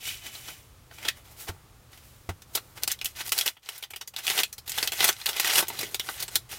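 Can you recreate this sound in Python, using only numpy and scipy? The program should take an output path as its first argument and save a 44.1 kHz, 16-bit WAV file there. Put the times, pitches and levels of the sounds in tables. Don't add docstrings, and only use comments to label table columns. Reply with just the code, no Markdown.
import sys
import numpy as np
from scipy import signal
from scipy.fft import rfft, irfft
from scipy.io import wavfile
from scipy.ndimage import uniform_filter1d

SR = 44100
rng = np.random.default_rng(int(sys.argv[2]) if len(sys.argv) > 2 else 0)


def int16_out(signal):
    q = np.round(np.clip(np.atleast_2d(signal).T, -1, 1) * 32767)
    wavfile.write(sys.argv[1], SR, q.astype(np.int16))


N = 290178
TIME = np.arange(N) / SR
SIZE = 8192
AGE = np.arange(SIZE) / SR
FREQ = np.maximum(np.arange(SIZE // 2 + 1) * SR / SIZE, 1)
BODY_HZ, TREBLE_HZ = 1480, 6010

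# pitch_hz, level_db
SHEET_TONE = [(71, -35.5), (120, -10.5), (226, -15.5), (409, -4), (501, -4), (769, -3), (1230, -7),
              (1360, -8), (1780, -4.5), (3020, -3.5), (9290, -5.5), (14900, -3.5), (15800, -10.5)]


def wrapper(low_hz=480):
    # start_s, swell_s, fade_s, level_db, body_db, treble_db
    pulls = [(2.531, 0.017, 0.034, -41, -16, 5), (2.75, 0.022, 0.095, -46.5, 4, -1),
             (2.82, 0.022, 0.011, -31, 3.5, 0.5), (2.892, 0.023, 0.034, -28.5, -16, -10.5),
             (3.04, 0.011, 0.084, -38.5, -9, 3), (3.15, 0.063, 0.036, -33, -4.5, -5),
             (3.24, 0.041, 0.024, -34, 4, 7), (3.32, 0.072, 0.1, -31, 1, 1.5),
             (3.45, 0.036, 0.023, -28, -1.5, -0.5), (3.62, 0.097, 0.11, -46.5, -2, -4),
             (3.71, 0.052, 0.085, -44.5, 0, -0.5), (4.16, 0.024, 0.1, -40, -2, -4),
             (4.231, 0.064, 0.13, -28.5, -1, 2), (4.329, 0.072, 0.039, -25.5, 0.5, -3.5),
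             (4.658, 0.11, 0.19, -36.5, -6.5, -1.5), (4.76, 0.082, 0.075, -33.5, 5, 2),
             (4.92, 0.06, .08, -34, -6, -1), (4.98, 0.068, 0.076, -22.5, -1.5, -4.5),
             (5.06, 0.021, 0.016, -28, 2, 12), (5.15, .05, 0.19, -42.5, -4, -1.5),
             (5.255, .02, .13, -32, 6.5, 1.5), (5.33, 0.051, 0.06, -32, -4.5, -8),
             (5.391, 0.072, 0.092, -27, -3, -5.5), (5.46, 0.044, 0.13, -24, -4, -8),
             (5.52, 0.076, 0.034, -18, 2.5, 3), (5.685, 0.057, 0.091, -39.5, -0.5, -4),
             (5.759, 0.056, 0.11, -33, -3, -1), (5.85, 0.081, 0.05, -45, 7, 5),
             (5.99, 0.079, 0.3, -41, 0, -0.5), (6.07, 0.03, 0.15, -39.5, -4, 6),
             (6.15, 0.084, 0.027, -35.5, -3.5, -7), (6.302, 0.061, 0.0067, -37.5, 1, 1),
             (6.488, 0.032, 0.14, -37.5, -5, -1.5)]
    # start_s, level_db, pitch_hz, treble_db, crack_share (0-1)
    taps_and_snaps = [(1.93, -50.5, 3970, -15, 0.1), (1.975, -50, 2960, -3, .2),
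                      (2.42, -46.5, 5850, -2.5, 0.17), (2.551, -25.5, 4160, -1, 0.15),
                      (2.554, -22, 4100, 3, 0.21), (2.574, -30.5, 1280, -8, 0.23),
                      (2.776, -40.5, 1440, -14, 0.22), (2.8347, -23, 4560, 4.5, 0.8),
                      (2.877, -22.5, 7800, -4.5, 0.24), (2.917, -24, 6440, 14, .5),
                      (2.990, -44.5, 3790, -9, 0.6), (3.014, -30.5, 2510, -13, 0.41),
                      (3.046, -27.5, 3100, 11, 0.33), (3.0575, -25, 3300, 2, 0.43),
                      (3.206, -34.5, 2020, -15, 0.2), (3.264, -38, 3770, -1, .3),
                      (3.293, -32.5, 5000, 3, 0.5), (3.3205, -19.5, 3000, 1.5, 0.16),
                      (3.379, -24.5, 4130, 7, 0.26), (3.3883, -20.5, 4300, 4, 0.6),
                      (3.411, -22, 3620, -2.5, 0.46), (3.460, -23.5, 2970, 3, 0),
                      (3.478, -22.5, 3570, -10, 0.88), (3.568, -50.5, 3150, -27, 0.05),
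                      (3.6605, -46.5, 4850, -13, .2), (3.689, -31, 2960, -3, .2),
                      (3.779, -40, 3970, 15, 0.2), (3.826, -35.5, 3860, -6, 0.14),
                      (3.837, -35, 3680, -8, 0.16), (3.905, -40, 2800, 4, 0.04),
                      (3.935, -37.5, 2360, -12, 0.08), (3.961, -34.5, 2820, 0, 0.23),
                      (4.0114, -34.5, 5500, -6.5, 0.02), (4.076, -36, 6300, 6.5, .2),
                      (4.138, -45, 2730, -8, 0.03), (4.164, -29.5, 4200, -7, 0.43),
                      (4.1875, -34.5, 2360, -3, 0.2), (4.268, -25.5, 3400, -8, 0.76),
                      (4.279, -22.5, 3320, -24, 0.54), (4.300, -23, 2300, -10, 0.22),
                      (4.3115, -29, 3440, -5, 0), (4.3765, -23.5, 3630, 1, .05),
                      (4.3895, -21.5, 2670, -10, 0.29), (4.401, -26, 2800, -2, .05),
                      (4.434, -20.5, 3730, -5.5, 0.4), (4.528, -35.5, 6200, 5.5, 0.2),
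                      (4.581, -38.5, 4500, 3, 0.07), (4.677, -34.5, 3900, 6, 0.02),
                      (4.695, -29.5, 7200, 3, 0.14), (4.719, -31, 4800, -1, 0.4),
                      (4.777, -27.5, 1520, 1, 0), (4.7845, -24, 3500, -6, 0.5),
                      (4.828, -22, 4930, -9, 0.21), (4.875, -23, 4020, -4, 0.42),
                      (4.920, -27.5, 2700, -7.5, 0.2), (4.932, -31.5, 2390, 2, 0.06),
                      (5.005, -19.5, 3440, -12, .2), (5.0257, -25, 3400, -4, 0),
                      (5.042, -15.5, 1950, 4.5, 0.11), (5.079, -21, 3870, 0, 0.17),
                      (5.0897, -17, 1370, -4, 0.21), (5.128, -35, 5700, -1, 0.4),
                      (5.166, -45, 3380, -15, 0.6), (5.215, -36.5, 4130, -15, .3),
                      (5.2593, -23, 4170, -1, 0.22), (5.2657, -24.5, 4200, -18, 0.94),
                      (5.2895, -24.5, 3840, -1.5, 0.05), (5.331, -36, 3270, -10, 0.7),
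                      (5.3646, -29.5, 3430, -2, 0.07), (5.398, -19, 2500, 0.5, 0.21),
                      (5.446, -23.5, 2300, -7, 0.2), (5.473, -24.5, 2980, -4, 0.2),
                      (5.556, -21.5, 3060, 0, 0.07), (5.580, -20.5, 1640, -3, 0.07),
                      (5.626, -28.5, 980, -8, 0.17), (5.671, -43, 3500, -3, 0.2),
                      (5.683, -28, 2820, 9, 0.13), (5.700, -35, 830, -20, 0.13),
                      (5.790, -28.5, 4270, 1, 0.11), (5.812, -32.5, 5580, 2, 0.55),
                      (5.831, -31.5, 1970, -17, 0.38), (5.945, -25, 4140, -3, 0.26),
                      (5.997, -25.5, 3160, -6, .4), (6.088, -28.5, 1310, -23, 0.15),
                      (6.201, -30.5, 4500, 6, 0), (6.2256, -27.5, 4280, 6, 0.07),
                      (6.2805, -36, 8060, -7.5, 0.1), (6.356, -17, 4030, 1, 0.32),
                      (6.525, -39, 2510, -5, 0)]
    # time_s, low_gain_db
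    opening = [(2.5, 3.5), (3.6, -5.5), (4.3, -1.5), (4.9, -1), (5.5, -4), (5.85, 13), (6.1, -1),
               (6.58, 6.5)]
    crackle = tiny_slips(per_s=750, spread_db=3, hiss_db=-12.5, crack_share=0.33, ring_db=12.5,
                         ring_width=0.26, overtone_db=4, decay_s=0.097, patches=10)
    foil = rub(colour(crackle, tone_curve(SHEET_TONE) + hollow()), pulls, swell_db=11.5)
    foil += snaps(taps_and_snaps, base_body_db=2, ring_db=7.5, ring_width=0.36, overtone_db=4,
                  decay_s=0.061, room_db=-23, room_s=0.18, creak_db=-8.5, creak_s=0.0015)
    lows = one_side(foil, low_hz, "low")
    return foil + (gain(over_time(opening)) - 1) * lows


def cards():
    # start_s, swell_s, fade_s, level_db, body_db, treble_db
    slides = [(0, 0.077, 0.14, -31, -5, -3), (0.211, 0.057, 0.059, -36.5, 4.5, -4),
              (.29, 0.05, 0.28, -41.5, 3.5, 1), (.42, 0.067, .11, -39, 5, -2), (.55, .03, 0.14, -56, 2, 6),
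              (.9, 0.042, .15, -49.5, 3, -1), (.97, .11, 0.023, -36.5, 10.5, -4),
              (1.15, 0.022, 0.07, -48, 16.5, 4)]
    # start_s, level_db, pitch_hz, treble_db, crack_share (0-1)
    flicks = [(.35, -40.5, 4030, -12, 0.03), (.483, -41.5, 1470, -9, 0.04), (.911, -48, 1490, -19, 0),
              (.984, -43.5, 2400, -9, .05), (1.028, -41, 2010, -8, 0.2), (1.05, -31.5, 3400, -12, 0),
              (1.0835, -25.5, 3630, -11, 0.25), (1.0865, -22, 1820, -12, 0.55)]
    # pitch_hz, level_db
    card_tone = [(88, -34), (150, -18.5), (327, -15.5), (532, -13.5), (587, -9), (883, -13.5),
                 (1160, -20.5), (2900, -1), (3260, -6), (4370, -8), (14900, -7), (15800, -8.5)]
    friction = tiny_slips(per_s=3500, spread_db=4, hiss_db=-0.5, crack_share=0.2, ring_db=14.5,
                          ring_width=0.94, overtone_db=6, decay_s=0.031, patches=8)
    tone = tone_curve(card_tone) + hollow() - 1.5 * peak(pitch_hz=2900, width_hz=700)
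    edges = snaps(flicks, base_body_db=-1.5, ring_db=10, ring_width=0.28, overtone_db=2,
                  decay_s=0.058, room_db=-24.5, room_s=0.28, creak_db=-6, creak_s=0.0025)
    return rub(colour(friction, tone), slides, swell_db=18) + edges


def snaps(events, base_body_db, ring_db, ring_width, overtone_db, decay_s, room_db, room_s,
          creak_db, creak_s):
    out = np.zeros(N)
    sheet = tone_curve(SHEET_TONE) + hollow()
    body = 1 / (1 + (FREQ / BODY_HZ) ** 4)
    treble = 1 / (1 + (TREBLE_HZ / FREQ) ** 4)
    noises = rng.standard_normal((len(events), 2, SIZE))
    for (start_s, level_db, pitch_hz, treble_db, crack_share), (noise, strain) in zip(events, noises):
        body_db = base_body_db + 2.5 * np.log2(3360 / pitch_hz) - 33 * crack_share
        ring = ring_db * peak(pitch_hz, ring_width * pitch_hz) + overtones(overtone_db) * (1 - body)
        tone = sheet + body_db * body + treble_db * treble + ring
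        snap = colour(crack(noise, crack_share, decay_s, room_db, room_s), tone)
        creak = normalise(colour(strain, tone)) * np.exp(-AGE[::-1] / creak_s)
        add(out, start_s, gain(level_db) * snap / start_level(snap))
        add(out, start_s - SIZE / SR, gain(level_db + creak_db) * creak)
    return out


def crack(noise, share, decay_s, room_db, room_s, chirp_s=0.0002864, swell_s=0.0011):
    share = np.clip(share, 0.01, 0.9)
    swell = 1 - np.exp(-AGE / (swell_s * np.exp(-10 * share)))
    tail = noise * swell * (fade(decay_s) + gain(room_db) * fade(room_s))
    pulse = irfft(np.exp(-4j * np.pi * chirp_s * np.sqrt(FREQ * TREBLE_HZ)))
    return np.sqrt(share) * pulse / start_level(pulse) + np.sqrt(1 - share) * tail / start_level(tail)


def tiny_slips(per_s, spread_db, hiss_db, crack_share, ring_db, ring_width, overtone_db, decay_s,
               patches):
    energy_kept = np.exp(-2 * np.log(1000) / (decay_s * SR))
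    swarm = 0
    for pitch_hz in np.geomspace(1180, 11100, patches):
        sizes = gain(spread_db * np.minimum(rng.exponential(size=N), 3.2))
        slips = (rng.random(N) < per_s / patches / SR) * sizes
        tail_energy = signal.lfilter([1 - energy_kept], [1, -energy_kept], slips ** 2 + 1e-18)
        tails = np.sqrt(tail_energy) * rng.standard_normal(N)
        patch = np.sqrt(crack_share) * slips + np.sqrt(1 - crack_share) * tails
        tone = ring_db * peak(pitch_hz, ring_width * pitch_hz) + overtones(overtone_db)
        swarm += normalise(colour(patch - patch.mean(), tone))
    swarm = normalise(swarm) + gain(hiss_db) * rng.standard_normal(N)
    return swarm / np.sqrt(uniform_filter1d(swarm ** 2, size=1323))


def overtones(depth_db, spacing_hz=190, blur_hz=11000):
    lifts = rng.standard_normal(size=512)
    ripple = np.interp(FREQ / spacing_hz, np.arange(len(lifts)), lifts)
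    return depth_db * ripple / (1 + (FREQ / blur_hz) ** 2)


def rub(friction, strokes, swell_db):
    body = one_side(friction, BODY_HZ, "low")
    treble = one_side(friction, TREBLE_HZ, "high")
    bands = np.array([body, friction - body - treble, treble])
    band_shares = np.mean(bands * friction, axis=1)
    power = np.zeros((3, N))
    for start_s, swell_s, fade_s, level_db, body_db, treble_db in strokes:
        balance = gain([body_db, 0, treble_db]) ** 2
        loudness = gain(level_db) * stroke(start_s, swell_s, fade_s, swell_db)
        power += np.outer(balance / (balance @ band_shares), loudness ** 2)
    return np.sum(bands * np.sqrt(power), axis=0)


def stroke(start_s, swell_s, fade_s, swell_db, grip_s=0.0039):
    age = np.maximum(TIME - start_s, 0)
    rise = np.maximum(1 - age / swell_s, 0)
    fall = np.maximum((age - swell_s) / fade_s, 0)
    level_db = -swell_db * rise - 20 * fall ** 1.056
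    return (1 - np.exp(-age / grip_s)) * gain(np.maximum(level_db, -120))


def table_bumps(scuff_hz=1100, scuff_s=0.074, press_s=0.0012):
    # start_s, thud_db, contact_s, scuff_db
    bumps = [(1.493, -33.5, 0.0055, -39), (2.29, -29, 0.0026, -32.5)]
    # pitch_hz, relative_db, decay_s
    table_notes = [(62, -28, .12), (92.2, 9.5, 0.14), (163, -6.5, 0.2), (200, -11, 0.07), (278, -3, 0.076),
                   (339, 8, 0.062), (422, 5.5, 0.038), (684, 8, 0.052), (900, -16, 0.046), (1230, -21, .04)]
    out = np.zeros(N)
    press = 1 - np.exp(-AGE / press_s)
    ring = sum(gain(db) * np.sin(2 * np.pi * hz * AGE) * fade(decay_s) for hz, db, decay_s in table_notes)
    scuff_tone = hollow() - 10 * np.log10(1 + (FREQ / scuff_hz) ** 2)
    for start_s, thud_db, contact_s, scuff_db in bumps:
        thud = signal.fftconvolve(ring, fade(contact_s))[:SIZE] * press
        scuff = colour(rng.standard_normal(SIZE) * press * fade(scuff_s), scuff_tone)
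        add(out, start_s, gain(thud_db) * thud / start_level(thud))
        add(out, start_s, gain(scuff_db) * scuff / start_level(scuff))
    return out


def hand():
    # start_s, swell_s, fade_s, level_db, body_db, treble_db
    brushes = [(1.23, 0.024, .2, -52.5, 4, -3), (1.29, .028, 0.056, -50.5, 4, 4),
               (1.36, 0.05, 0.11, -39.5, -2, 2.5), (1.467, 0.023, 0.02, -32, 4.5, -6),
               (1.5, .02, 0.37, -58, 19, 2), (1.9, 0.023, 0.38, -54, -1, -3),
               (2.02, 0.022, 0.5, -57.5, -9, 3), (2.44, .08, 0.97, -56.5, 9, 4)]
    hiss = colour(rng.standard_normal(N), tone_curve(SHEET_TONE) + hollow())
    return rub(hiss, brushes, swell_db=16)


def hollow():
    # pitch_hz, width_hz, lift_db
    resonances = [(355, 130, 5), (540, 110, -6), (790, 90, 3), (900, 70, 3.5), (1030, 90, -2),
                  (1350, 130, 6), (1525, 70, 3), (1640, 100, -2.5), (2010, 90, 3), (2560, 130, 2.5),
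                  (2720, 100, -3.5), (2960, 100, 2.5), (3430, 90, 2)]
    return sum(lift_db * peak(pitch_hz, width_hz) for pitch_hz, width_hz, lift_db in resonances)


def background(hum_hz=120, hum_db=-9):
    # pitch_hz, relative_db
    room_tone = [(13, -48), (22, -16.5), (55, -5), (92, -4), (118, -7.5), (178, -16.5), (241, -18.5),
                 (277, -19.5), (418, -21.5), (566, -21.5), (632, -23.5), (954, -24.5), (1190, -22.5),
                 (1610, -27.5), (15800, -35.5)]
    # time_s, level_db
    room_level = [(0, -55), (3.25, -55), (3.6, -69), (4.15, -61.5), (4.9, -53.5), (5.3, -60), (6.58, -52.5)]
    freq = np.maximum(np.arange(N // 2 + 1) * SR / N, 1)
    air_spectrum = rfft(rng.standard_normal(N)) * gain(tone_curve(room_tone, freq))
    air = normalise(irfft(air_spectrum, N))
    hum = normalise(np.sin(2 * np.pi * hum_hz * TIME))
    return gain(over_time(room_level)) * (air + gain(hum_db) * hum)


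def gain(db):
    return 10 ** (np.asarray(db) / 20)


def normalise(x):
    return x / np.sqrt(np.mean(x ** 2))


def start_level(x):
    return np.sqrt(np.mean(x[:SR // 125] ** 2))


def over_time(points):
    return np.interp(TIME, *np.transpose(points))


def tone_curve(points, freq=FREQ):
    pitch_hz, level_db = np.transpose(points)
    return np.interp(np.log(freq), np.log(pitch_hz), level_db)


def peak(pitch_hz, width_hz):
    return 1 / (1 + (2 * (FREQ - pitch_hz) / width_hz) ** 2)


def fade(decay_s):
    return np.exp(-np.log(1000) * AGE / decay_s)


def colour(x, tone_db):
    cepstrum = irfft(np.log(gain(tone_db)))
    cepstrum[1:SIZE // 2] *= 2
    cepstrum[SIZE // 2 + 1:] = 0
    response = irfft(np.exp(rfft(cepstrum)))
    return signal.fftconvolve(x, response)[:len(x)]


def one_side(x, edge_hz, side):
    return signal.sosfiltfilt(signal.butter(2, edge_hz, side, fs=SR, output="sos"), x)


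def add(out, start_s, sound):
    i = int(start_s * SR)
    out[i:i + len(sound)] += sound[:N - i]


def scene():
    return np.tile(cards() + hand() + wrapper() + table_bumps() + background(), (2, 1))


def record(dry):
    return signal.sosfilt(signal.ellip(10, 0.1, 70, 16000, fs=SR, output="sos"), dry)


dry = scene()
out = record(dry)
int16_out(out)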